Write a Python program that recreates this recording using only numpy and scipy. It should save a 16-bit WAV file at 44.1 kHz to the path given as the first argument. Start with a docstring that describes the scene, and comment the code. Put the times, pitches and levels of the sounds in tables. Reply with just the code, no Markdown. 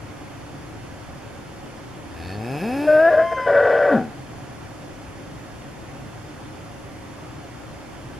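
"""A creek rushes steadily, heard in stereo. After two seconds a bull bellows once beside it.
Pulses of the vocal folds hum in the shut mouth and hiss through the nose, climbing two octaves.
The mouth opens on a clear harmonic blare; the voice cracks into a thin whistle, a second oscillation
of the larynx; the strained folds flap irregularly and ring the throat in a hoarse roar.
At last they slacken and the pitch drops away in a grunt. The water and its bubbles run on."""
import sys
import numpy as np
from scipy import signal
from scipy.fft import rfft, irfft
from scipy.io import wavfile
from scipy.ndimage import uniform_filter1d

SR = 44100
rng = np.random.default_rng(int(sys.argv[2]) if len(sys.argv) > 2 else 0)


def pcm_store(signal):
    """Save signal as 16-bit PCM."""
    levels = np.round(np.clip(np.atleast_2d(signal), -1, 1) * 32767)
    wavfile.write(sys.argv[1], SR, levels.astype(np.int16).T)


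N = 361179
T = np.arange(2 * SR, int(4.5 * SR)) / SR  # time axis of the call, t/s
GRUNT_START_S, GRUNT_ATTACK_S = 3.892, 0.053


def bellow(whistle_cycles, slack_roughness=0.88, slack_db=-3):
    """Periodic and chaotic vibration of the vocal folds: roughness shifts power from blare to roar."""
    gain, upper_db, roughness = pushes()
    slack = np.clip((T - GRUNT_START_S) / GRUNT_ATTACK_S, 0, 1)  # the folds lose tone and force
    roughness = np.clip(roughness + slack * (slack_roughness - roughness), 0, 1)
    periodic = np.sqrt(1 - roughness ** 2) * blare(whistle_cycles, upper_db, roughness)
    chaotic = roughness * roar(upper_db)
    return gain * amp(slack_db * slack) * (periodic + chaotic)


# Pushes of breath through the open mouth:
# start t/s, length t/s, release t/s, level/dB, relative upper-throat level/dB, roughness (0-1)
BREATH_PUSHES = [(2.868, 0.041, 0.024, -12, -16, 0.08), (2.913, 0.12, 0.027, -13, -12, 0.1),
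                 (3.036, 0.051, 0.021, -12.5, -11, 0.13), (3.099, 0.056, .01, -14.5, -10.5, 0.43),
                 (3.162, 0.039, 0.043, -12, -13, 0.23), (3.305, 0.023, 0.013, -22.5, -9, .5),
                 (3.359, 0.025, 0.048, -27.5, -1.5, 0.53), (3.455, 0.078, 0.0061, -16, -9, 0.67),
                 (3.529, .075, 0.027, -13.5, -7.5, 0.53), (3.614, 0.17, 0.016, -15.5, -9.5, 0.76),
                 (3.784, 0.16, 0.035, -15, -10, 0.57)]


def pushes(attack_s=0.016, rough_attack_s=0.0074, sag_db_per_s=4):
    """Overlapping pushes add in power; upper-throat level and roughness are power-weighted means."""
    gains = np.array([envelope(start, attack_s + rough_attack_s * roughness, length, release)
                      * amp(db - sag_db_per_s * (T - start))
                      for start, length, release, db, _, roughness in BREATH_PUSHES])
    power = (gains ** 2).sum(0)
    upper_db, roughness = np.transpose(BREATH_PUSHES)[-2:] @ gains ** 2 / (power + 1e-20)
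    return np.sqrt(power), upper_db, np.clip(roughness, 0, 1)


# Upper partials of the blare: harmonic number, relative level/dB
BLARE_HARMONICS = [(3, -27), (4, -22), (5, -10.5), (6, -31), (7, -39.5), (8, -41), (9, -43)]


def blare(whistle_cycles, upper_db, roughness, half_clear_roughness=0.19):
    """A harmonic series led by its second partial, which lies on the throat's resonance."""
    clarity = 1 / (1 + (roughness / half_clear_roughness) ** 2)
    richness_db = upper_db + 14
    fundamental_db = clarity * (richness_db - 13) - (1 - clarity) * 30.5
    cycles, _, _ = vocal_folds(voice_pitch(), jitter=0.002 + 0.05 * roughness, jitter_hz=110)
    phase, whistle_phase = 2 * np.pi * cycles, 2 * np.pi * whistle_cycles
    core = np.cos(2 * phase) + amp(fundamental_db) * np.cos(phase)
    harmonics = sum(amp(db + 2.2 * drift(30)) * np.cos(k * phase) for k, db in BLARE_HARMONICS)
    # folds and whistle modulate each other, giving sum and difference tones
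    sidebands = np.cos(whistle_phase + 2 * phase) + amp(-10) * np.cos(2 * whistle_phase - 2 * phase)
    tone = core + clarity * amp(richness_db) * harmonics + (1 - clarity) * amp(upper_db - 2) * sidebands
    shimmer = amp(2.5 * roughness * drift(81))
    return np.sqrt(2) * tone * shimmer


# Lower and upper resonances of the throat: f/Hz, bandwidth/Hz, relative level/dB
THROAT_FORMANTS = [(345, 26, -11.5), (472, 30, 2.5), (561, 52, -2.5), (652, 45, 0), (747, 48, -7),
                   (1147, 22, -9)]
UPPER_FORMANTS = [(1457, 46, -3), (1517, 48, -6), (1693, 33, -10), (1952, 34, -12.5), (2273, 18, -21.5),
                  (2650, 50, -30)]
# Spectrum of the rasping breath: f/Hz, relative level/dB
RASP_SPECTRUM = [(200, -29), (350, -18.5), (560, -3), (750, -17), (950, -9), (1350, -23), (1550, -11),
                 (1980, -17), (2300, -36), (3000, -29), (5000, -43.5), (7000, -56), (10000, -63.5),
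                 (15000, -81)]


def roar(upper_db, rasp_db=-10):
    """Aperiodic excitation: closures of uneven size and spacing ring the formants of the throat."""
    _, pulses, puffs = vocal_folds(voice_pitch(), jitter=0.3, jitter_hz=178.46)
    flaps = pulses * amp(2.9 * drift(120)) + 0.61 * puffs
    lower = steady_rms(bandpass(resonate(flaps, THROAT_FORMANTS), 377, 1350), size=700)
    upper = steady_rms(bandpass(resonate(flaps, UPPER_FORMANTS), 1290, 2700), size=700)
    rasp = unit_rms(shape_spectrum(puffs, RASP_SPECTRUM))
    return lower + amp(upper_db + 1.5) * upper + amp(rasp_db) * rasp


# Fundamental of the folds as it climbs, then as it wavers under strain: t/s, f/Hz
RISING_PITCH = [(2.1, 71.84), (2.308, 94.7), (2.464, 119.3), (2.578, 151.1), (2.614, 174.5), (2.662, 228.5),
                (2.754, 274.6), (2.8, 289.6), (2.87, 305.3), (2.966, 305.7), (3.1, 346.3)]
STRAINED_PITCH = [(3.107, 320.4), (3.154, 300.8), (3.18, 315.8), (3.24, 332.5), (3.33, 335), (3.385, 262.9),
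                  (3.48, 288.3), (3.87, 283)]


def voice_pitch():
    """The rate at which the folds close is the fundamental frequency of hum, blare and roar."""
    return contour(RISING_PITCH + STRAINED_PITCH)


def vocal_folds(hz, jitter, jitter_hz):
    """The glottal source: its cycle count, a pulse at each closure and the puff of air after it."""
    cycles = np.cumsum(hz * (1 + jitter * drift(jitter_hz))) / SR
    offset = (cycles - np.round(cycles)) * SR / hz  # samples from the nearest closure
    pulses = np.sinc(offset * 3 / 4) * np.exp(-(offset / 8) ** 2)
    pulse_mean = 4 / 3 * hz / SR
    puffs = (0.12 + np.exp(-(cycles % 1) / 0.28)) * rng.standard_normal(len(T))
    return cycles, steady_rms(pulses - pulse_mean, size=2000), unit_rms(puffs)


# Response of the vocal tract in the grunt: f/Hz, relative level/dB
GRUNT_SPECTRUM = [(70, -13), (140, -5), (230, 11), (330, -3.5), (480, -1.5), (600, -27), (760, 5.5),
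                  (950, -28), (1500, -11), (3000, -57.5)]


def grunt(from_hz=345, to_hz=69.6, middle_s=3.954, fall_s=0.025, level_db=-15.5):
    """Pitch falls with tension: the folds slacken along an S-curve into a few uneven flaps."""
    hz = to_hz + (from_hz - to_hz) / (1 + np.exp((T - middle_s) / fall_s))
    _, pulses, puffs = vocal_folds(hz, jitter=0.046, jitter_hz=90.3)
    voice = steady_rms(shape_spectrum(pulses + 0.078 * puffs, GRUNT_SPECTRUM), size=600)
    return envelope(GRUNT_START_S, GRUNT_ATTACK_S, length=0.065, release=0.05) * amp(level_db) * voice


# Response of the vocal tract with the mouth shut: f/Hz, relative level/dB
HUM_SPECTRUM = [(50, -2.5), (75, 13), (100, 11), (135, 4.5), (200, 7.5), (280, 5), (400, 2.5), (580, -4),
                (680, -4), (760, 1.5), (860, -8.5), (1000, -14.5), (1200, -23), (1500, -17), (2200, -55),
                (4000, -62)]


def hum(pulses, puffs, level_db=-23, slack_hz=77.3, register_hz=164):
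    """Source and filter: the shut mouth passes mainly the low partials of the glottal pulses."""
    hz = voice_pitch()
    slack_loss_db = 16.5 * (slack_hz / hz) ** 2  # slack folds sound weakly
    register_dip_db = 8.5 * np.exp(-(np.log2(hz / register_hz) / 0.085) ** 2)  # the register changes
    source = slow_opening(pulses) + 0.5 * bandpass(puffs, 400, 5000)
    boom = steady_rms(shape_spectrum(source, HUM_SPECTRUM), size=1500)
    gain = envelope(start=2.085, attack=0.05, length=0.783, release=0.014)
    return gain * amp(level_db - slack_loss_db - register_dip_db) * boom


def slow_opening(pulses, corner_hz=55):
    """All-pass dispersion: the folds open slowly and snap shut, so low tones lead each pulse."""
    pole = np.exp(-2 * np.pi * corner_hz / SR)
    return signal.lfilter([pole, -1], [1, -pole], pulses[::-1])[::-1]


# Partials of the whistle: harmonic number, relative level/dB
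WHISTLE_HARMONICS = [(1, -2.5), (2, -13), (3, -23.5), (4, -54), (5, -37.5), (6, -39), (8, -46)]


def whistle(top_s=3.265, top_hz=1044, floor_hz=968, bend_hz_per_s2=970, level_db=-28.5):
    """Biphonation: a second, higher oscillation of the larynx, richer the louder it is."""
    hz = np.maximum(top_hz - bend_hz_per_s2 * (T - top_s) ** 2, floor_hz)
    force = envelope(start=3.02, attack=0.33, length=0.44, release=0.061)
    cycles = np.cumsum(hz * (1 + 0.004 * drift(90))) / SR
    tone = 0
    for k, db in WHISTLE_HARMONICS:
        waver_db = 2.5 * np.log(k) * drift(22)
        tone += amp(db + waver_db) * force ** (0.36 * np.log(k)) * np.cos(2 * np.pi * k * cycles)
    return force * amp(level_db) * unit_rms(tone), cycles


# Airflow through the nose, greatest just before the mouth opens: t/s, relative level/dB
NASAL_FLOW = [(2.1, -25), (2.17, -9.5), (2.32, -6), (2.38, -12), (2.44, -5.5), (2.6, -1), (2.79, -0.5),
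              (2.93, -2.5), (3.06, -6.5), (3.28, -12.5), (3.96, -12), (4.06, -18)]
# Resonances of nasal cavity, nostrils, narrowed nostrils and jet: f/Hz, bandwidth/Hz, relative level/dB
CAVITY_MODES = [(1685, 93, 3), (2280, 140, -3.5), (2580, 117, 4), (2500, 84, -12), (3200, 140, -12.5)]
NOSTRIL_MODES = [(3710, 110, -9.5), (4280, 350, -18.5), (5100, 130, -6)]
NARROWED_MODES = [(1760, 32, -5), (3630, 63, -17), (4420, 80, -1)]
JET_MODES = [(3200, 500, -5), (6440, 660, -2), (7600, 270, -0.5), (8160, 200, -5.5), (9350, 110, 6.5),
             (10060, 490, 3), (10700, 420, 7), (12000, 900, -10), (13650, 300, -10)]
# Broadband hiss of the jet: f/Hz, relative level/dB
JET_SPECTRUM = [(1000, -27.5), (3000, -4.5), (4500, 0), (6500, -5.5), (8500, 4.5), (11000, -10),
                (13000, -1.5), (14000, -16), (15000, -25.5)]


def nose(pulses, puffs):
    """Forced resonance: air chopped by the folds buzzes, wheezes and hisses, louder with more flow."""
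    flow_db = contour(NASAL_FLOW)
    flowing = (T > NASAL_FLOW[0][0]) & (T < NASAL_FLOW[-1][0])
    buzz = steady_rms(bandpass(resonate(pulses + 0.7 * puffs, CAVITY_MODES), 1400, 4700))
    wheeze = steady_rms(bandpass(resonate(pulses + 0.99 * puffs, NOSTRIL_MODES), 2400, 5400))
    # the jet wanders, so its high resonances come and go
    jet = puffs + 0.22 * pulses
    sibilance = sum(amp(2.5 * drift(7)) * resonate(jet, [mode]) for mode in JET_MODES)
    hiss = steady_rms(unit_rms(sibilance) + amp(-4) * unit_rms(shape_spectrum(jet, JET_SPECTRUM)))
    breath = (amp(-38 + 1.2 * flow_db) * buzz
              + amp(-49 + 0.84 * flow_db) * wheeze
              + amp(-51 + 1.16 * flow_db) * hiss)
    # the nostrils sing while they are still narrow
    narrow = envelope(start=2.15, attack=0.13, length=0.19, release=0.036)
    singing = steady_rms(bandpass(resonate(pulses + puffs, NARROWED_MODES), 1400, 3800))
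    return flowing * breath + narrow * amp(-45.5) * singing


def bank_echoes(x, t60_s=0.35, level_db=-22, echoes_per_s=2000, first_s=0.006):
    """Scattering from the water and the banks sends different faint echoes to each microphone."""
    t = np.arange(SR // 2) / SR
    taps = rng.standard_normal((2, len(t))) * (rng.random((2, len(t))) < echoes_per_s / SR)
    taps *= amp(-60 * t / t60_s) * (t > first_s)
    taps /= np.linalg.norm(taps[0])
    return amp(level_db) * signal.fftconvolve(x[None], taps, axes=1)[:, :len(x)]


# Spectral density of the rushing water: f/Hz, relative level/dB
RUSH_SPECTRUM = [(20, -13), (27, -15), (35, -4.5), (47, -19.5), (62, -2.5), (80, -8), (120, 2.5),
                 (190, -8.5), (300, -5.5), (480, -13), (800, -12.5), (1700, -18.5), (4500, -29),
                 (7000, -31), (11000, -39), (13500, -42.5), (15000, -69.5)]
# Resonant peaks of its gurgle: f/Hz, bandwidth/Hz, added level/dB
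GURGLE_PEAKS = [(295, 45, 4.5), (548, 45, 7), (730, 60, 3.5), (10150, 600, 5)]
# Likeness of left and right: f/Hz, coherence (0-1)
RUSH_COHERENCE = [(30, .5), (60, .9), (130, 0.64), (290, 0.51), (630, 0.41), (1400, 0.47), (3000, 0.62),
                  (6600, 0.16), (14000, 0.067)]
# Excess of left over right: f/Hz, level/dB
RUSH_BALANCE = [(60, 3), (200, 0), (700, -.5), (1300, -1), (2300, -3.5), (4300, -1.5), (8000, 0),
                (14000, 0)]


def creek(level_db=-37.5, patch_db=0.87, swell_db=-0.1, left_delay_s=45e-6):
    """Random superposition: countless bubbles merge into noise, with drifting spectral patches."""
    frames, hz = N // 512 + 5, np.fft.rfftfreq(2048, 1 / SR)
    left_re, left_im, other_re, other_im, patches = rng.standard_normal((5, frames, len(hz)))
    patches = unit_rms(uniform_filter1d(uniform_filter1d(patches, size=4, axis=0), size=14, axis=1))
    swell = unit_rms(uniform_filter1d(rng.standard_normal(frames), size=25))[:, None]
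    coherence = value_at(RUSH_COHERENCE, hz)
    left = left_re + 1j * left_im
    right = coherence * left + np.sqrt(1 - coherence ** 2) * (other_re + 1j * other_im)
    right *= np.exp(2j * np.pi * hz * left_delay_s)
    balance = amp(value_at(RUSH_BALANCE, hz) / 2)
    gurgle_db = sum(db / (1 + (2 * (hz - centre) / width) ** 2) for centre, width, db in GURGLE_PEAKS)
    spectrum_db = value_at(RUSH_SPECTRUM, hz) + gurgle_db + patch_db * patches + swell_db * swell
    spectra = np.array([left * balance, right / balance]) * amp(spectrum_db)
    _, rush = signal.istft(spectra.swapaxes(1, 2), nperseg=2048, noverlap=1536)
    return amp(level_db) * unit_rms(rush[:, :N])


def bubbles(per_s=120, level_db=-57, decay_cycles=9, spread_db=2.0, sizes=30):
    """Damped oscillators: nearer bubbles ring as tiny plinks of rising pitch."""
    out, t = np.zeros((2, N)), np.arange(2000) / SR
    for hz in np.geomspace(500, 6000, sizes):
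        decay = np.exp(-hz * t / decay_cycles) * (1 - np.exp(-hz * t))
        plink = np.sin(2 * np.pi * hz * t * (1 + 3 * t)) * decay / hz ** 0.31
        onsets = rng.random(N) < per_s / sizes / SR
        strengths = amp(spread_db * np.minimum(rng.exponential(1, N), 4))
        left_share = rng.uniform(0.3, 0.7)
        out += np.outer([left_share, 1 - left_share], signal.oaconvolve(onsets * strengths, plink)[:N])
    return amp(level_db) * unit_rms(out)


def amp(db):
    """Amplitude ratio of a level in decibels."""
    return 10 ** (np.asarray(db) / 20)


def unit_rms(x):
    """Normalisation to an overall rms of 1."""
    return x / np.sqrt(np.mean(x ** 2) + 1e-20)


def steady_rms(x, size=1200):
    """Normalisation to a running rms of 1, smoothed over size samples."""
    return x / np.sqrt(abs(uniform_filter1d(uniform_filter1d(x ** 2, size), size)) + 1e-12)


def value_at(points, hz):
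    """Interpolation on a logarithmic frequency axis."""
    f, value = np.transpose(points)
    return np.interp(np.log(hz + 1), np.log(f + 1), value)


def contour(points):
    """Linear interpolation over the time of the call."""
    return np.interp(T, *np.transpose(points))


def envelope(start, attack, length, release):
    """Linear rise, then exponential decay from start + length; all in seconds."""
    return np.clip((T - start) / attack, 0, 1) * np.exp(-np.maximum(T - start - length, 0) / release)


def drift(rate_hz):
    """Random modulation: low-pass noise of rms 1."""
    hz = np.fft.rfftfreq(len(T), 1 / SR)
    return unit_rms(irfft(rfft(rng.standard_normal(len(T))) / (1 + (hz / rate_hz) ** 4), len(T)))


def shape_spectrum(x, points, size=4096):
    """Minimum-phase filter with the given magnitude response."""
    log_gain = np.log(amp(value_at(points, abs(np.fft.fftfreq(size, 1 / SR)))))
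    kernel = np.fft.ifft(np.exp(np.conj(signal.hilbert(log_gain)))).real
    return signal.fftconvolve(x, kernel[:size // 2])[:len(x)]


def resonate(x, modes):
    """Modal superposition: parallel resonators of alternating sign."""
    return sum((-1) ** k * amp(db) * signal.lfilter(*signal.iirpeak(hz, hz / width, SR), x)
               for k, (hz, width, db) in enumerate(modes))


def bandpass(x, lo_hz, hi_hz):
    """Maximally flat band-pass filter."""
    return signal.sosfilt(signal.butter(3, [lo_hz, hi_hz], "band", fs=SR, output="sos"), x)


def scene():
    """Level differences set mouth and hum slightly left, nostrils slightly right, amid the creek."""
    whistle_tone, whistle_cycles = whistle()
    mouth = bellow(whistle_cycles) + whistle_tone + grunt()
    _, pulses, puffs = vocal_folds(voice_pitch(), jitter=0.016, jitter_hz=156)
    boom, nasal = hum(pulses, puffs), nose(pulses, puffs)
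    direct = mouth * amp([[1.1], [-1.2]]) + boom * amp([[0.9], [-0.9]]) + nasal * amp([[-0.3], [0.3]])
    call = direct + bank_echoes(mouth + boom + nasal)
    out = creek() + bubbles()
    start = round(T[0] * SR)
    out[:, start:start + len(T)] += call
    return out


# Stop bands in the camera's response: f/Hz, bandwidth/Hz
STOP_BANDS = [(3925, 260), (7860, 280)]


def record(dry, cutoff_hz=14800):
    """Filters in cascade: the camera's two narrow notches, then its band limit."""
    for hz, width in STOP_BANDS:
        dry = signal.lfilter(*signal.iirnotch(hz, hz / width, SR), dry)
    lowpass = signal.firwin(255, cutoff_hz, window=("kaiser", 9), fs=SR)
    return signal.oaconvolve(dry, lowpass[None], "same")


dry = scene()
out = record(dry)
pcm_store(out)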